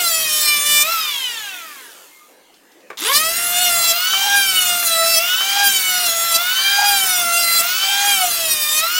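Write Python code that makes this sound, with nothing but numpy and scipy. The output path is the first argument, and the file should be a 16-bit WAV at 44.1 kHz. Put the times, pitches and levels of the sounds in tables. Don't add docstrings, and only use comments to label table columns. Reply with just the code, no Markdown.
import sys
import numpy as np
from scipy import signal
from scipy.fft import rfft, irfft, next_fast_len
from scipy.io import wavfile
from scipy.ndimage import uniform_filter1d, map_coordinates

SR = 44100
rng = np.random.default_rng(int(sys.argv[2]) if len(sys.argv) > 2 else 0)


def dump_mix(stems):
    frames = np.atleast_2d(stems).T
    limited = np.clip(frames, -1, 1)
    pcm = np.round(limited * 32767).astype(np.int16)
    wavfile.write(sys.argv[1], SR, pcm)


N = 396459

OFF_S, ON_S = 0.921, 2.973
CRAWL_HZ = 60

# frequency in Hz, relative level in dB.
SIZZLE = [(2000, -53), (4500, -37), (6500, 5), (8500, 3), (10000, 3), (11500, 1.5), (14000, 5.5),
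          (16000, -2)]
# frequency in Hz, relative level in dB.
RUMBLE = [(20, 0), (120, -.5), (300, 1.5), (450, 0), (650, -3), (1200, -14), (3000, -40)]
# knives enter and leave in seconds, then rasp level,
# sharp edge level, entry surge and exit surge in dB.
STROKES = [(-0.15, 0.823, -24.5, -21.5, 0, 4.5), (3.131, 3.919, -27.5, -22.5, 11, 8),
           (4.355, 5.185, -26, -22, 1.5, 9.5), (5.635, 6.363, -30.5, -24, 13, 13.5),
           (6.856, 7.61, -28, -22, 3.5, 8.5), (8.05, 8.801, -29, -23, 4.5, 8.5)]


def amp(db):
    return 10 ** (np.asarray(db) / 20)


def unit(x):
    return x / np.sqrt(np.mean(x ** 2) + 1e-20)


def along(points, hz):
    freqs, values = np.transpose(points)
    return np.interp(np.log(hz + 1), np.log(freqs), values)


def curves(rows, at):
    x, *columns = np.transpose(rows)
    return [np.interp(at, x, column) for column in columns]


def wobble(rate):
    at = np.linspace(0, N, 8000)
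    coarse = map_coordinates(rng.standard_normal(int(N * rate / SR) + 4), [at * rate / SR])
    return np.interp(np.arange(N), at, coarse)


def filtered(x, response):
    size = next_fast_len(N + SR // 2)
    return irfft(rfft(x, size) * response(np.fft.rfftfreq(size, 1 / SR)), size)[..., :N]


def coloured(x, spectrum):
    return unit(filtered(x, lambda hz: amp(along(spectrum, hz))))


def noise(patchy_db):
    bins = signal.stft(rng.standard_normal(N), nperseg=512)[2]
    patches = uniform_filter1d(rng.standard_normal(bins.shape), size=3, axis=0)
    patches = uniform_filter1d(patches, size=22, axis=1)
    return unit(signal.istft(bins * amp(patchy_db * unit(patches)))[1][:N])


def add_burst(track, start_s, db, t60):
    t = np.arange(SR // 5) / SR
    burst = amp(db - 60 * t / t60) * rng.standard_normal(len(t))
    part = track[round(start_s * SR):][:len(t)]
    part += burst[:len(part)]


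def partial(cycles, flutter, drift_db):
    phase = 2 * np.pi * (cycles + rng.random()) + flutter * wobble(170)
    return unit(np.sin(phase) * (1 + flutter * wobble(170)) * amp(drift_db * wobble(7)))


def speed_db(rate, rated_db, per_octave):
    return rated_db + per_octave * np.log2(rate / 700)


def knife_rate(now):
    # time in seconds, knife rate in Hz.
    loaded = [
        [(0.0, 721), (0.06, 680.4), (0.136, 648.1), (0.234, 640), (0.296, 616.2), (0.39, 611.3), (0.476, 597.0),
         (0.604, 584.4), (0.682, 590.2), (0.825, 593.6)],
        [(3.1, 537.1), (3.134, 575.6), (3.208, 627.9), (3.296, 663.4), (3.376, 687.7), (3.556, 708.9),
         (3.618, 725.1), (3.634, 722), (3.714, 692.5), (3.92, 667.4)],
        [(4.36, 806), (4.442, 785), (4.526, 753), (4.688, 709.8), (4.832, 694.5), (4.876, 676), (4.91, 664),
         (4.958, 657.4), (5.118, 667), (5.18, 653.4)],
        [(5.64, 803), (5.67, 800.6), (5.798, 751.3), (5.88, 741), (6.038, 710), (6.102, 670), (6.152, 671),
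         (6.254, 675), (6.308, 674), (6.36, 663)],
        [(6.89, 813), (6.958, 791.5), (7.022, 767.4), (7.248, 689.4), (7.308, 683.7), (7.396, 692.5),
         (7.45, 680.6), (7.572, 678), (7.6, 665)],
        [(8.08, 819), (8.136, 793), (8.25, 719), (8.32, 679), (8.38, 671), (8.484, 637), (8.564, 613),
         (8.64, 603), (8.716, 606.2), (8.8, 624.5)],
    ]
    free_hz, restart_hz = 839.4, 149.6
    drag_s, friction_hz = 2.25, 620.5
    rate = np.zeros(N)
    for stroke in loaded:
        (begin, _), (end, end_hz) = stroke[0], stroke[-1]
        recover_s = 0.25 * (end_hz / 660) ** 1.6
        regained = (free_hz - end_hz) * (1 - np.exp(-np.maximum(now - end, 0) / recover_s))
        rate = np.where((now >= begin) | (rate == 0), curves(stroke, now)[0] + regained, rate)
    coast = (np.interp(OFF_S, now, rate) + friction_hz) * np.exp((OFF_S - now) / drag_s) - friction_hz
    coast = np.maximum(coast, CRAWL_HZ)
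    running_s, running_hz = loaded[1][0]
    progress = np.clip((now - ON_S) / (running_s - ON_S), 0, 1)
    spin_up = restart_hz + (running_hz - restart_hz) * progress ** 0.85
    return np.select([now < OFF_S, now < ON_S, now < running_s], [rate, coast, spin_up], rate)


def travel(now):
    held_place, lift_s = 1.42, 0.21
    marks = [(s, 2 * k + end) for k, stroke in enumerate(STROKES) for end, s in enumerate(stroke[:2])]
    marks += [(STROKES[0][1] + lift_s, held_place), (ON_S, held_place)]
    marks += [(STROKES[-1][1] + 0.39, 2 * len(STROKES))]
    return curves(sorted(marks), now)[0] % 2


def bite(now):
    # centre and half length in seconds, extra bite in dB.
    tough = [(0.095, 0.031, 0.5), (0.485, 0.035, 3.5), (0.757, 0.1, 6), (3.65, 0.16, 3), (4.874, .025, 6),
             (5.767, 0.016, 5.5), (6.089, 0.031, 4.5), (8.52, .02, 6), (8.624, 0.023, 7)]
    grip_s, release_s = 0.007, 0.008
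    entry_delay_s, entry_width_s, exit_s = 0.035, 0.034, 0.061
    tough_db = sum(db * np.exp(-((now - s) / half) ** 2) for s, half, db in tough) + 1.95 * wobble(14)
    contact, rasp, edge = np.zeros((3, N))
    for enter, leave, rasp_db, edge_db, entry_db, exit_db in STROKES:
        near = (now > enter - 0.1) & (now < leave + 0.1)
        t = now[near]
        grip = (1 + np.tanh((t - enter) / grip_s)) / 2 * np.exp(-np.maximum(t - leave, 0) / release_s)
        surge_db = tough_db[near] + entry_db * np.exp(-((t - enter - entry_delay_s) / entry_width_s) ** 2)
        surge_db += exit_db * np.exp(-np.abs(t - leave) / exit_s)
        contact[near] += grip
        rasp[near] += grip * amp(rasp_db + surge_db)
        edge[near] += grip * amp(edge_db + 0.61 * surge_db)
    return contact, rasp, edge


def yard():
    # frequency in Hz, relative level in dB.
    spectrum = [(15, -51), (25, -16), (33, -38), (119, -33), (173, -18), (274, -6.5), (389, -4.5),
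                (421, -6.5), (537, -7), (614, -10.5), (997, -10), (1110, -15), (2060, -16), (15500, -30)]
    return amp(-51) * coloured(noise(patchy_db=4), spectrum)


def walls(x):
    # frequency in Hz, time to fall 60 dB in seconds.
    decay = [(200, 0.21), (2000, 0.094), (12000, 0.023)]
    hz, t, bins = signal.stft(rng.standard_normal(SR // 3), SR, nperseg=256)
    tail = signal.istft(bins * amp(-60 * t / along(decay, hz)[:, None]))[1]
    return signal.fftconvolve(x, np.pad(tail, (300, 0)) / np.linalg.norm(tail))[:N]


def drive_squeaks(now):
    # centre in seconds, pitch in Hz, half length in seconds, level in dB.
    squeaks = [(2.02, 1380, .04, -54), (2.161, 2125, 0.059, -51), (2.227, 1220, 0.047, -53)]
    return sum(amp(db - 9.2 * ((now - s) / half) ** 2) * partial(hz * now, flutter=0.33, drift_db=-2)
               for s, hz, half, db in squeaks)


def handling_ticks():
    # start in seconds, relative level in dB, time to fall 60 dB in seconds.
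    touches = [(2.502, -49, 0.12), (2.5413, -38, 0.11), (2.564, -48, 0.11), (2.7182, -41, 0.1),
               (2.8044, -43, 0.11)]
    shell = [(1200, -20), (3100, 0), (4500, 0), (6200, -5), (9000, -13), (15000, -14)]  # Hz, dB
    ticks = np.zeros(N)
    for s, db, t60 in touches:
        add_burst(ticks, s, db, t60)
    return amp(-11) * filtered(ticks, lambda hz: unit(amp(along(shell, hz))))


def sole_knocks():
    # start in seconds, relative levels of clack and thud in dB.
    knocks = [(2.902, -32.5, -35), (2.93, -44, -53), (4.134, -26.5, -58), (4.826, -27.5, -47),
              (5.404, -28.5, -47), (6.077, -30, -43), (6.589, -30, -50), (7.039, -40, -42),
              (7.829, -31, -56), (8.079, -39, -40)]
    # frequency and width in Hz, relative level in dB.
    modes = [(430, 110, -7.5), (614, 120, 2.5), (1250, 450, 7), (1800, 180, 7), (2310, 180, 4),
             (3920, 500, -20)]
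    bench = [(60, -32), (200, -15), (380, 0), (600, -4), (1500, -38), (5000, -70)]  # Hz, dB
    clack, thud = np.zeros((2, N))
    for s, clack_db, thud_db in knocks:
        add_burst(clack, s, clack_db, t60=0.065)
        add_burst(thud, s, thud_db, t60=0.063)

    def panel(hz):
        return unit(sum((-1) ** k * amp(db) * 1j * hz * width / (centre ** 2 - hz ** 2 + 1j * hz * width)
                        for k, (centre, width, db) in enumerate(modes)))

    return amp(-7) * filtered(clack, panel) + amp(4) * filtered(thud, lambda hz: unit(amp(along(bench, hz))))


def sole_chatter(now):
    # centre and half length in seconds, level in dB.
    buzzes = [(4.245, 0.042, -25.5), (5.591, 0.04, -25), (6.712, 0.021, -38), (6.811, 0.039, -23),
              (7.91, 0.042, -34)]
    touch = sum(amp(db - 10.6 * ((now - s) / half) ** 2) for s, half, db in buzzes)
    return touch * partial(825 * now, flutter=0.81, drift_db=3)


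def bench_rumble(rate, contact, inrush):
    level_db = speed_db(rate, -56.5, per_octave=10.6) + 6.6 * contact + 6 * inrush + 1.5 * wobble(12)
    return amp(level_db) * coloured(noise(patchy_db=1.5), RUMBLE)


def sputter(now, inrush, mains_hz=50):
    return amp(inrush * (3.5 * np.cos(4 * np.pi * mains_hz * now) + 2.5 * wobble(250) - 1.5))


def fan_rush(passes, rate, place, inrush):
    # frequency in Hz, relative level in dB.
    spectrum = [(200, -28), (500, -19.5), (850, -8), (1100, -5.5), (1400, -2.5), (1750, -0.5), (2300, 0),
                (3000, 1.5), (3900, 2.5), (4500, -1.5), (6000, 0), (8000, -11), (15000, -12.5)]
    # place in the round trip, gain in dB.
    downwash = [(0, 1), (.15, -3), (.6, 0), (1, 1.5), (1.35, -1), (1.8, 1), (2, 2)]
    chop = 1 + 0.25 * np.cos(2 * np.pi * passes) + 0.21 * np.cos(np.pi * passes)
    flow_db = speed_db(rate, -26.5, per_octave=11.2) + curves(downwash, place)[0] + 2.2 * inrush
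    flow = amp(flow_db) + amp(-27.5) * inrush
    return flow * coloured(noise(patchy_db=3.5) * chop, spectrum)


def brush_hiss(passes, rate, contact, inrush, power_off):
    sparks = amp(1.6 * wobble(400)) * (1 + 0.13 * np.cos(2 * np.pi * passes))
    scrape = amp(-63) * np.clip((rate - CRAWL_HZ) / 25, 0, 1)
    hiss_db = speed_db(rate, -28.5, per_octave=9.74) + 0.3 * contact + 6 * inrush - 1.5 * power_off
    return (scrape + amp(hiss_db)) * coloured(noise(patchy_db=-0.4) * sparks, SIZZLE)


def motor_hum(passes, rate, inrush):
    # multiple of the knife rate, relative level in dB.
    tones = [(1.4, -16.5), (1.75, -2.5), (3.5, -7), (3.65, -10), (4.55, -9), (4.75, -7), (6.75, -10),
             (7.7, -9)]
    # knife rate in Hz, gain in dB.
    levels = [(100, -85), (180, -68), (350, -66), (460, -52), (600, -42.5), (675, -50.5), (715, -31),
              (780, -32.5), (815, -30.5)]
    hum = sum(amp(db) * partial(k * passes, flutter=0.081 * k, drift_db=4) for k, db in tones)
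    return amp(curves(levels, rate)[0] + 6.6 * inrush) * hum


def commutator_whistle(passes, rate, contact, inrush, power_off):
    bars = 21 * passes
    fast = np.clip((rate - 350) / 130 + inrush, 0.15, 1)
    tone = fast * partial(bars, flutter=0.36, drift_db=0)
    tone += 2.7 * (1 - fast) * partial(2 * bars, flutter=1, drift_db=3)
    hop = coloured(rng.standard_normal(N), [(150, -9), (500, -5), (1100, 3), (2500, -39)])
    spread = 0.56 + 1.1 * inrush
    level_db = speed_db(rate, -26, per_octave=20) - 10 * contact + 16 * inrush - 5 * power_off
    return amp(level_db) * tone * (1 + spread * hop) / np.hypot(1, spread)


def chip_snaps(passes):
    strike = np.interp(np.arange(1, int(passes[-1])), passes, np.arange(N))
    jitter, scatter = rng.standard_normal((len(strike), 2)).T
    hardness = wobble(90)[strike.astype(int)]
    strike += SR * (2.2e-6 * jitter + 5e-6 * hardness)
    size = amp(0.5 * scatter + 1.2 * hardness)
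    taps = np.floor(strike)[:, None] + np.arange(-7, 9)
    offset = taps - strike[:, None]
    clicks = size[:, None] * np.sinc(offset) * np.cos(np.pi * offset / 16) ** 2
    return np.bincount(np.clip(taps, 0, N - 1).astype(int).ravel(), clicks.ravel(), N)


def cut(passes, rasp_gain, edge_gain):
    # frequency in Hz, relative level in dB.
    rasp_spectrum = [(1500, -39), (2400, -3), (2950, -5.5), (3500, -1.5), (4100, 1), (4700, -3),
                     (5400, 0.5), (6200, -6), (6800, -14), (8000, -29), (12000, -54)]
    edge_spectrum = [(4000, -35), (6300, -6.5), (7200, 1.5), (7800, -3), (8350, 2.5), (9000, 0), (10500, 0),
                     (13000, -0.5), (16000, -1.5)]
    snaps = chip_snaps(passes)
    echoed = snaps.copy()
    for delay_ms, db in [(0.23, -1.5), (0.61, -0.5), (1.9, -2.5), (4.3, -2.5)]:
        lag = (delay_ms + 0.063 * wobble(4)) * SR / 1000
        echoed += amp(db) * map_coordinates(snaps, [np.arange(N) - lag])
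    smeared = filtered(echoed, lambda hz: np.exp(-2j * np.pi * 0.3 * np.sqrt(hz)))
    rasp = rasp_gain * coloured(smeared, rasp_spectrum)
    edge = amp(1.2) * edge_gain * coloured(smeared, edge_spectrum)
    splinters = rng.standard_normal(N) * (rng.random(N) < 900 / SR)
    crackle = amp(-28) * edge_gain * coloured(splinters, SIZZLE)
    shudder = amp(-26.5) * rasp_gain * coloured(noise(patchy_db=0.5), RUMBLE)
    return rasp + edge + crackle + shudder


def swell_db(now, harmonic):
    # centre and half length in seconds, harmonic number, boost or dip in dB.
    swells = [(0.054, .04, 2, 8), (0.35, 0.19, 1, -8.5), (0.524, 0.051, 4, 10.5), (0.704, .1, 2, -5),
              (0.788, 0.053, 4, 6), (0.97, .06, 2, 5), (1.29, .07, 6, 9), (1.55, 0.23, 4, 4.5),
              (3.104, 0.021, 2, 11.5), (3.23, 0.027, 2, 14), (3.714, 0.13, 1, 6), (4.56, 0.069, 1, -7),
              (4.6, 0.029, 4, 8), (4.733, 0.056, 2, 7), (5.031, 0.066, 1, 8.5), (5.035, .05, 2, 5),
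              (5.82, .1, 1, -9), (5.8, 0.095, 2, -10), (6.681, 0.028, 3, 8), (6.87, 0.06, 2, -7.5),
              (6.961, 0.058, 1, 5.5), (7.319, 0.092, 2, 8), (7.299, .17, 1, 5.5), (7.37, .06, 4, 8.5),
              (7.491, .03, 3, 8), (8.028, 0.051, 2, -13), (8.244, 0.032, 1, 14), (8.523, 0.21, 2, -9),
              (8.4, 0.097, 3, -9), (8.651, 0.19, 1, -11), (1.14, .06, 2, -7), (1.17, .08, 4, -7),
              (4.1, .08, 4, -4)]
    return sum(db * np.exp(-np.minimum(((now - s) / half) ** 2, 20))
               for s, half, k, db in swells if k == harmonic)


def drum_siren(now, passes, rate, place, contact, inrush):
    # place, relative levels of harmonics 1-4 in dB.
    howl_levels = [(0.0, -23.2, -24.7, -28.2, -35), (0.12, -29, -32.1, -29.5, -27.5),
                   (0.3, -33, -37.5, -32, -30.5), (0.45, -27.5, -34.5, -31, -27),
                   (0.65, -27, -34.5, -30.5, -25), (0.82, -28.2, -30.5, -28.5, -29.5),
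                   (0.95, -29, -32, -27, -21), (1.1, -25.5, -29, -34, -24.5), (1.22, -52, -29, -36, -28.0),
                   (1.4, -52, -31.5, -40, -28), (1.6, -27.5, -33, -31, -26),
                   (1.8, -27.5, -32.9, -33.5, -29.5), (2.0, -22, -22, -32, -27)]
    # harmonic number, relative level in dB.
    overtones = [(5, -4), (6, 3), (7, -2), (8, -0.5), (9, -9), (10, -5.5), (11, -28), (12, -5.5),
                 (14, -8.5), (16, -2.5)]
    # frequency in Hz, gain in dB.
    mouth = [(300.0, 5.6), (600.0, -7), (680.0, -2.9), (850.0, -4), (1150.0, -2.5), (1300.0, 5.5),
             (1750.0, 0.5), (2100.0, -1.6), (2400.0, 1.0), (2650.0, -5.5), (3000.0, 4.5), (3300.0, -1)]
    housing = [(400, -8), (1300, 4), (2200, 2), (3100, 13), (4200, 4), (7000, 4.5), (15000, -3.5)]
    howl, whine = np.zeros((2, N))
    for k, db in enumerate(curves(howl_levels, place), 1):
        gain = amp(db + along(mouth, k * rate) + swell_db(now, k))
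        howl += gain * partial(k * passes, flutter=0.086 * np.sqrt(k), drift_db=2.2)
    for k, db in overtones:
        gain = amp(db + along(housing, k * rate) + swell_db(now, k))
        whine += gain * partial(k * passes, flutter=0.075 * k, drift_db=4)
    howl *= amp(speed_db(rate, 0.22, per_octave=16.7) + 7 * inrush)
    whine *= amp(speed_db(rate, -37, per_octave=12.3) - 3.1 * contact)
    spinning = np.clip(rate / 150 - 0.7, 0, 1)
    growl = amp(3.5 * inrush * wobble(200))
    return spinning * growl * (howl + whine)


def scene():
    now = np.arange(N) / SR
    rate = knife_rate(now) * (1 + 0.000797 * wobble(35))
    passes = np.cumsum(rate) / SR
    place = travel(now)
    inrush = (now > ON_S) * np.exp(-((now - ON_S) / 0.17) ** 4)
    power_off = np.clip((now - OFF_S) / 0.2, 0, 1) * (now < ON_S)
    contact, rasp_gain, edge_gain = bite(now)
    planer = drum_siren(now, passes, rate, place, contact, inrush)
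    planer += motor_hum(passes, rate, inrush)
    planer += commutator_whistle(passes, rate, contact, inrush, power_off)
    pulsing = sputter(now, inrush)
    rush = fan_rush(passes, rate, place, inrush) + brush_hiss(passes, rate, contact, inrush, power_off)
    planer += bench_rumble(rate, contact, inrush)
    planer += pulsing * amp(0.32 * wobble(9.6)) * rush
    planer += cut(passes, rasp_gain, edge_gain)
    planer += sole_chatter(now) + sole_knocks() + drive_squeaks(now) + handling_ticks()
    mix = planer + amp(-9.5) * walls(planer) + yard()
    return np.array([mix, mix])


def record(dry, ceiling=0.8, top_hz=15850):
    rounded = dry / (1 + (dry / ceiling) ** 6) ** (1 / 6)
    return filtered(rounded, lambda hz: hz < top_hz)


dry = scene()
out = record(dry)
dump_mix(out)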